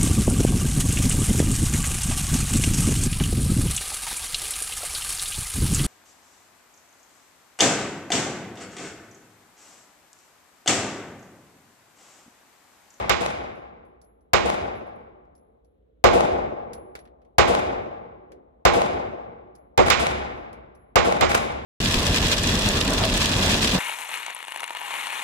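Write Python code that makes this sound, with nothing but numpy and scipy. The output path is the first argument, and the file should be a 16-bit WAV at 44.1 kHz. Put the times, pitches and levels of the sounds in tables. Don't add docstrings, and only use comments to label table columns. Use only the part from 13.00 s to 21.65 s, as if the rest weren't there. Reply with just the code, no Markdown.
import sys
import numpy as np
from scipy import signal
from scipy.fft import rfft, irfft
from scipy.io import wavfile
from scipy.ndimage import uniform_filter1d

SR = 44100
rng = np.random.default_rng(int(sys.argv[2]) if len(sys.argv) > 2 else 0)


def field_ratio(decibels):
    return 10 ** (np.asarray(decibels, dtype=float) / 20)


def dump(signal):
    limited = np.clip(np.atleast_2d(signal).T, -1, 1)
    pcm = np.round(limited * 32767).astype(np.int16)
    wavfile.write(sys.argv[1], SR, pcm)


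N = 381465


def read(points, hz, axis=1):
    table = np.transpose(points)
    return np.interp(np.log(hz + 1), np.log(table[0] + 1), table[axis])


def evened(x):
    return x / np.sqrt(np.mean(x ** 2) + 1e-20)


def add(mix, s, sound):
    at = round(s * SR)
    part = mix[:, max(at, 0):at + sound.shape[1]]
    part += sound[:, max(-at, 0):][:, :part.shape[1]]


# (frequency [Hz], likeness [0-1], phase by which left leads [rad], left over right [dB])
PORT_COHERENCE = [(50, 0.99, .1, -2.5), (86.3, 0.92, .3, -3), (144, 1, .6, -2.5), (210, 0.55, .9, -1.5),
                  (312, 0.2, 1.6, 1.5), (484, 0.4, 1.5, 0.5), (700, 0.78, 3.5, 3), (1010, 0.5, 2.2, 2.5),
                  (1430, 0.4, 4.4, -0.1), (2190, 0.6, 2, 0.05), (3520, 0.23, 5.4, .5),
                  (8000, 0.3, 3.3, -2.4), (11000, 0.6, 6, 1)]


def diffuse_pair(size):
    hz = np.fft.rfftfreq(size, 1 / SR)
    a, b, c, d = rng.standard_normal((4, len(hz)))
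    shared, separate = a + 1j * b, c + 1j * d
    same = np.clip(read(PORT_COHERENCE, hz), 0, 1)
    side = field_ratio(read(PORT_COHERENCE, hz, axis=3) / 2)
    lag = np.exp(-1j * read(PORT_COHERENCE, hz, axis=2))
    right = same * shared * lag + np.sqrt(1 - same ** 2) * separate
    return hz, np.array([shared * side, right / side])


# (frequency [Hz], width [Hz], gain [dB])
STANDING_WAVES = [(66, 15, 13), (219, 3.7, 9.5), (369.7, 24, 11.5), (444, 66, 1), (490.7, 6.7, 9.5),
                  (563.4, 12, -2.5), (700, 38, 5.5), (817, 11, 6.5), (1072, 20, 3.5), (1257, 270, 7.5),
                  (2350, 400, 7.5)]
ROOM_SAMPLES = 81920
SLICES_HZ = np.geomspace(45, 14500, 20)


def reflections():
    hz, z = diffuse_pair(ROOM_SAMPLES)
    z *= field_ratio(sum(db / (1 + (2 * (hz - f) / width) ** 2) for f, width, db in STANDING_WAVES))
    count = len(SLICES_HZ)
    place = np.interp(np.log(hz + 1), np.log(SLICES_HZ), np.arange(count))
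    chance = rng.standard_normal((count, ROOM_SAMPLES // 64))
    chance = uniform_filter1d(chance, size=3, axis=0)
    clumps = evened(uniform_filter1d(uniform_filter1d(chance, size=12, axis=1), size=8, axis=1))
    depth_db = (0.9 + 1.3 / (1 + (SLICES_HZ / 900) ** 2))[:, None]
    clump_db = depth_db * uniform_filter1d(np.repeat(clumps, 64, axis=1), size=64, axis=1)
    bands = []
    for k in range(count):
        window = np.cos(np.pi / 2 * np.clip(place - k, -1, 1))
        bands.append(evened(irfft(z * window, ROOM_SAMPLES)) * field_ratio(clump_db[k]))
    return bands


# (frequency [Hz], booth level [dB], echo level [dB])
ROOM_LEVELS = [(45, -28, -41), (76.6, -25, -36.5), (130, -19.5, -42), (250, -29, -32.5), (432, -17, -28.5),
               (726, -9, -19), (1150, -12, -30.5), (1852, -18, -28), (2990, -17.5, -30), (4660, -23, -36.5),
               (6900, -21, -32.5), (9500, -22, -33), (12000, -26, -43), (14520, -21.5, -43.5)]
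# (frequency [Hz], time to fall 60 dB [s])
BOOTH_T60 = [(60, 0.21), (500, .27), (3000, .19), (9000, 0.17), (12000, .04)]


def shot(walls, slaps, fresh, crack_db, booth_db, echo_db, booth_body_db, echo_body_db, deep_db):
    echo_t60_s, halved_hz, steepness = 1.747, 3900, 1.034
    change = 0.35
    t, out = np.arange(ROOM_SAMPLES) / SR, np.zeros((2, ROOM_SAMPLES))
    low_db, high_db = sum(np.outer(db, np.exp(-((t - s) / width) ** 2)) for s, *db, width in slaps)
    for hz, wall, new in zip(SLICES_HZ, walls, fresh):
        body = np.exp(-(np.log(hz / 480) / .9) ** 2)
        treble = hz / (hz + 2500)
        booth_fall_db = 60 * t / read(BOOTH_T60, hz)
        booth = field_ratio(read(ROOM_LEVELS, hz) + booth_db + body * booth_body_db - booth_fall_db)
        echo_fall_db = 60 * t * (1 + (hz / halved_hz) ** steepness) / echo_t60_s
        echo = field_ratio(read(ROOM_LEVELS, hz, axis=2) + echo_db + body * echo_body_db - echo_fall_db)
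        lift = field_ratio(low_db + treble * (high_db - low_db) + deep_db / (1 + (hz / 180) ** 4))
        rise = 1 - np.exp(-t / .0022 * (hz / 1000) ** .55)
        level = np.hypot(booth, echo) * lift * rise
        stirred = np.sqrt(1 - change ** 2) * wall + change * new
        out += np.sqrt(len(ROOM_LEVELS) / len(SLICES_HZ)) * level * stirred
    for port, (late, db) in enumerate([(0, 2.5), (.00045, -10.5)]):
        u = np.maximum(t[:400] - late, 0) / .00009
        out[port, :400] += field_ratio(db + crack_db) * (1 - u / 2) * u * np.exp(1 - u)
    return out


# (time [s], lane number, strength [dB], low weight [dB], dull time [s])
SHOTS = [(-.25, 1, -1, 0.5, .09), (0.0948, 0, -1.5, -4, 0.11), (1.3335, 0, -0.5, -0.5, 0.12),
         (3.0401, 0, 0, 5.5, 0.09), (4.383, 0, 1, 1.5, 0.093), (5.6514, 0, 0, 2, 0.082),
         (6.776, 2, -1, 2, 0.083), (6.901, 0, 3, -8.5, .092), (7.957, 0, 0.5, 0.75, 0.088),
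         (8.209, 2, 0, -4, 0.082), (8.3461, 3, -1, -2.5, 0.0019)]
# (time after the shot [s], bass lift [dB], treble lift [dB], width [s])
SLAPS = [
    [(.034, 1.5, .1, 0.0087), (.125, 1.5, .1, 0.022), (.168, 6, 16, 0.0023), (.212, 2.5, 4.6, 0.0043),
     (.35, 0.7, 2.5, 0.0055)],
    [(0.312, 1.105, 2, 0.0018)],
    [(.004, 7, 0.5, 0.0011), (.028, 8, 0.3, 0.02), (.109, 3, 10, 0.0026), (.17, 0, 6.5, .002)],
    [(.003, 15.5, 12, .003), (.008, 10.5, .1, .008), (.033, 6.5, 6.1, .003), (.177, 1.5, 9, 0.0025)],
]
# (crack [dB], booth ring [dB], long echo [dB],
# body near 480 Hz in the booth [dB], same in the echo [dB], deep bass [dB])
LANES = [(1, 1, 0.79, -2, 0.5, -0.77), (-6.5, -3.5, 3.5, 1, -3.5, -0.6), (-12.5, -8, 2, 7.5, -2, 3.5),
         (2.5, -13, -9, -3.5, 0.4, -1.5)]
WEIGHT_SHARES = 0.29, 0, 0, 1.4, 1.05, .8


def gunfire(mix):
    *lanes, spare = [reflections() for _ in range(len(SLAPS) + 1)]
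    for k, (s, lane, strength_db, weight_db, _) in enumerate(SHOTS):
        lane = round(lane)
        fresh = [np.roll(band, 5003 * k, axis=1) for band in spare]
        levels = np.add(LANES[lane], np.multiply(WEIGHT_SHARES, weight_db))
        add(mix, s, field_ratio(strength_db) * shot(lanes[lane], SLAPS[lane], fresh, *levels))


# (frequency [Hz], relative level [dB per Hz])
AIR = [(18, -44.5), (40, -18), (52, 1), (62, 1), (109, -18.5), (279, -11.5), (388, -16), (429, -5.5),
       (778, -28), (861, -35.5), (1150, -37.5), (4000, -48), (5200, -75), (8800, -120)]
# (frequency [Hz], level [dB])
HUM = [(53.8, -72)]


def ventilation():
    hz, z = diffuse_pair(N)
    t = np.arange(N) / SR
    air = evened(irfft(z * field_ratio(read(AIR, hz)) * (hz < 4500), N))
    waver = 1 + 0.22 * evened(uniform_filter1d(rng.standard_normal(N), size=8000))
    hum = sum(field_ratio(db) * np.sqrt(2) * np.sin(2 * np.pi * f * t) for f, db in HUM)
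    return field_ratio(-61.5) * air + hum * waver


# (frequency [Hz], level [dB], time to fall 60 dB [s])
BRASS_MODES = [(11000, -4.5, 0.49), (11042, -3.5, 0.36), (11085, -1.5, 0.18), (11010, 8.5, 0.092),
               (10680, -12, .15)]
# (frequency [Hz], relative level [dB per Hz])
TICK = [(2500, -29.5), (4500, -3), (7000, -5), (10500, -3.5), (12500, -16), (16000, -22)]
# (frequency [Hz], relative level [dB per Hz])
KNOCK = [(150, -26), (400, -2.2), (800, -10), (2000, -10), (4000, -21.5), (6000, -38), (9000, -70)]
# (frequency [Hz], relative level [dB per Hz])
CLINK = [(3800, -30), (4600, -5), (5200, -16), (5700, 7), (6500, -25), (9000, -70)]


def case(flight_s, tick_db, knock_db, clink_db, ring_db):
    t = np.arange(20480) / SR
    hz, z = diffuse_pair(len(t))
    tick, knock, clink = (evened(irfft(z * field_ratio(read(colour, hz)), len(t))) for colour in (TICK, KNOCK, CLINK))
    ring = 0
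    for f, db, t60 in BRASS_MODES:
        cycles = (f + 12 * rng.standard_normal()) * t + rng.random((2, 1))
        ring = ring + field_ratio(db - 60 * t / t60) * np.sin(2 * np.pi * cycles)
    ring *= field_ratio(-60 * np.maximum(t - flight_s, 0) / .06)
    out = field_ratio(tick_db) * tick * (field_ratio(-60 * t / 0.035) + field_ratio(-10.5 - 60 * t / .13))
    out += field_ratio(knock_db) * knock * (field_ratio(-60 * t / 0.057) + field_ratio(-8.5 - 60 * t / 0.2))
    out += field_ratio(clink_db - 60 * t / 0.085) * clink
    return out + field_ratio(ring_db) * ring * (1 - np.exp(-t / 0.0046))


# (time [s], tick level [dB], knock level [dB], long ring level [dB])
LANDINGS = [(.41, -90, -97, -75), (.551, -87, -95, -73), (.85, -83.5, -95, -75.5), (1.015, -61.5, -78, -67),
            (1.0416, -78, -82, -63), (1.2079, -84, -87, -79), (1.6436, -80, -99, -68),
            (1.7516, -76, -95, -65), (1.867, -84, -95, -76), (1.9547, -88, -95, -76),
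            (2.2514, -90, -75, -105), (2.352, -70, -81, -67.5), (2.3784, -78, -85, -71),
            (2.6468, -77, -81, -79.5), (3.7328, -45.5, -44.5, -53), (3.9531, -46, -38.5, -71.5),
            (3.99, -60, -52, -62.5), (4.0532, -71, -57, -85), (4.075, -80, -62, -92),
            (4.2174, -85.5, -67.5, -89.5), (4.249, -81, -68.5, -90), (5.3193, -61, -54.5, -87.5),
            (6.552, -59, -68, -65.5), (7.371, -80, -95, -74), (7.53, -58, -51.5, -76),
            (7.75, -70, -78, -64)]


def falling_brass(mix):
    flights_s = np.diff(np.transpose(LANDINGS)[0], append=N / SR)
    for (s, tick_db, knock_db, ring_db), flight_s in zip(LANDINGS, flights_s):
        clink_db = (tick_db + ring_db) / 2 - 8
        add(mix, s, case(flight_s, tick_db, knock_db, clink_db, ring_db))


def thud():
    level_db, centre_hz, width_hz, rise_s = -46, 420, 180, 0.033
    t = np.arange(20480) / SR
    hz, z = diffuse_pair(len(t))
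    u = t / rise_s
    noise = evened(irfft(z * np.exp(-((hz - centre_hz) / width_hz) ** 2), len(t)))
    return field_ratio(level_db) * u * np.exp(1 - u) * noise


def scene():
    mix = ventilation()
    gunfire(mix)
    falling_brass(mix)
    add(mix, 5.295, thud())
    return mix


# (frequency [Hz], left gain [dB], right gain [dB], left phase turn [rad])
DULL = [(40, -0.5, 1, 0.06), (131, -1.5, -4, -3), (300, -2, -1.5, -5), (675, -7, -4.5, -6.5),
        (1320, -10.5, -1, -8.3), (4140, -16, 0.4, -8.5), (7160, -17.5, -5, -4), (9800, -22.5, -21.5, -2),
        (13100, -20, -25.5, -4)]


def dulled(dry):
    t, hz = np.arange(N) / SR, np.fft.rfftfreq(N, 1 / SR)
    left = field_ratio(read(DULL, hz)) * np.exp(1j * read(DULL, hz, axis=3))
    right = field_ratio(read(DULL, hz, axis=2))
    dull = irfft(rfft(dry) * np.array([left, right]), N)
    shares = []
    for s, *_, d in SHOTS:
        if d > 0:
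            shares.append(np.interp(t - s, [.0004, min(.007, d / 2), d, d + 0.0035], [0, 1, 1, 0]))
    return dry + np.max(shares, axis=0) * (dull - dry)


def band_limit(x):
    return signal.sosfilt(signal.butter(12, 17000, fs=SR, output="sos"), x)


def record(dry):
    heard = dulled(dry) + field_ratio(-99) * rng.standard_normal(dry.shape)
    clipped = 0.74 * np.tanh(heard / 0.78)
    low_cut = signal.butter(4, 38, "high", fs=SR, output="sos")
    top_cut = signal.firwin(255, 16500, window=("kaiser", 9), fs=SR)
    banded = signal.oaconvolve(signal.sosfilt(low_cut, clipped), top_cut[None], "same")
    return band_limit(banded)


dry = scene()
out = record(dry)
dump(out)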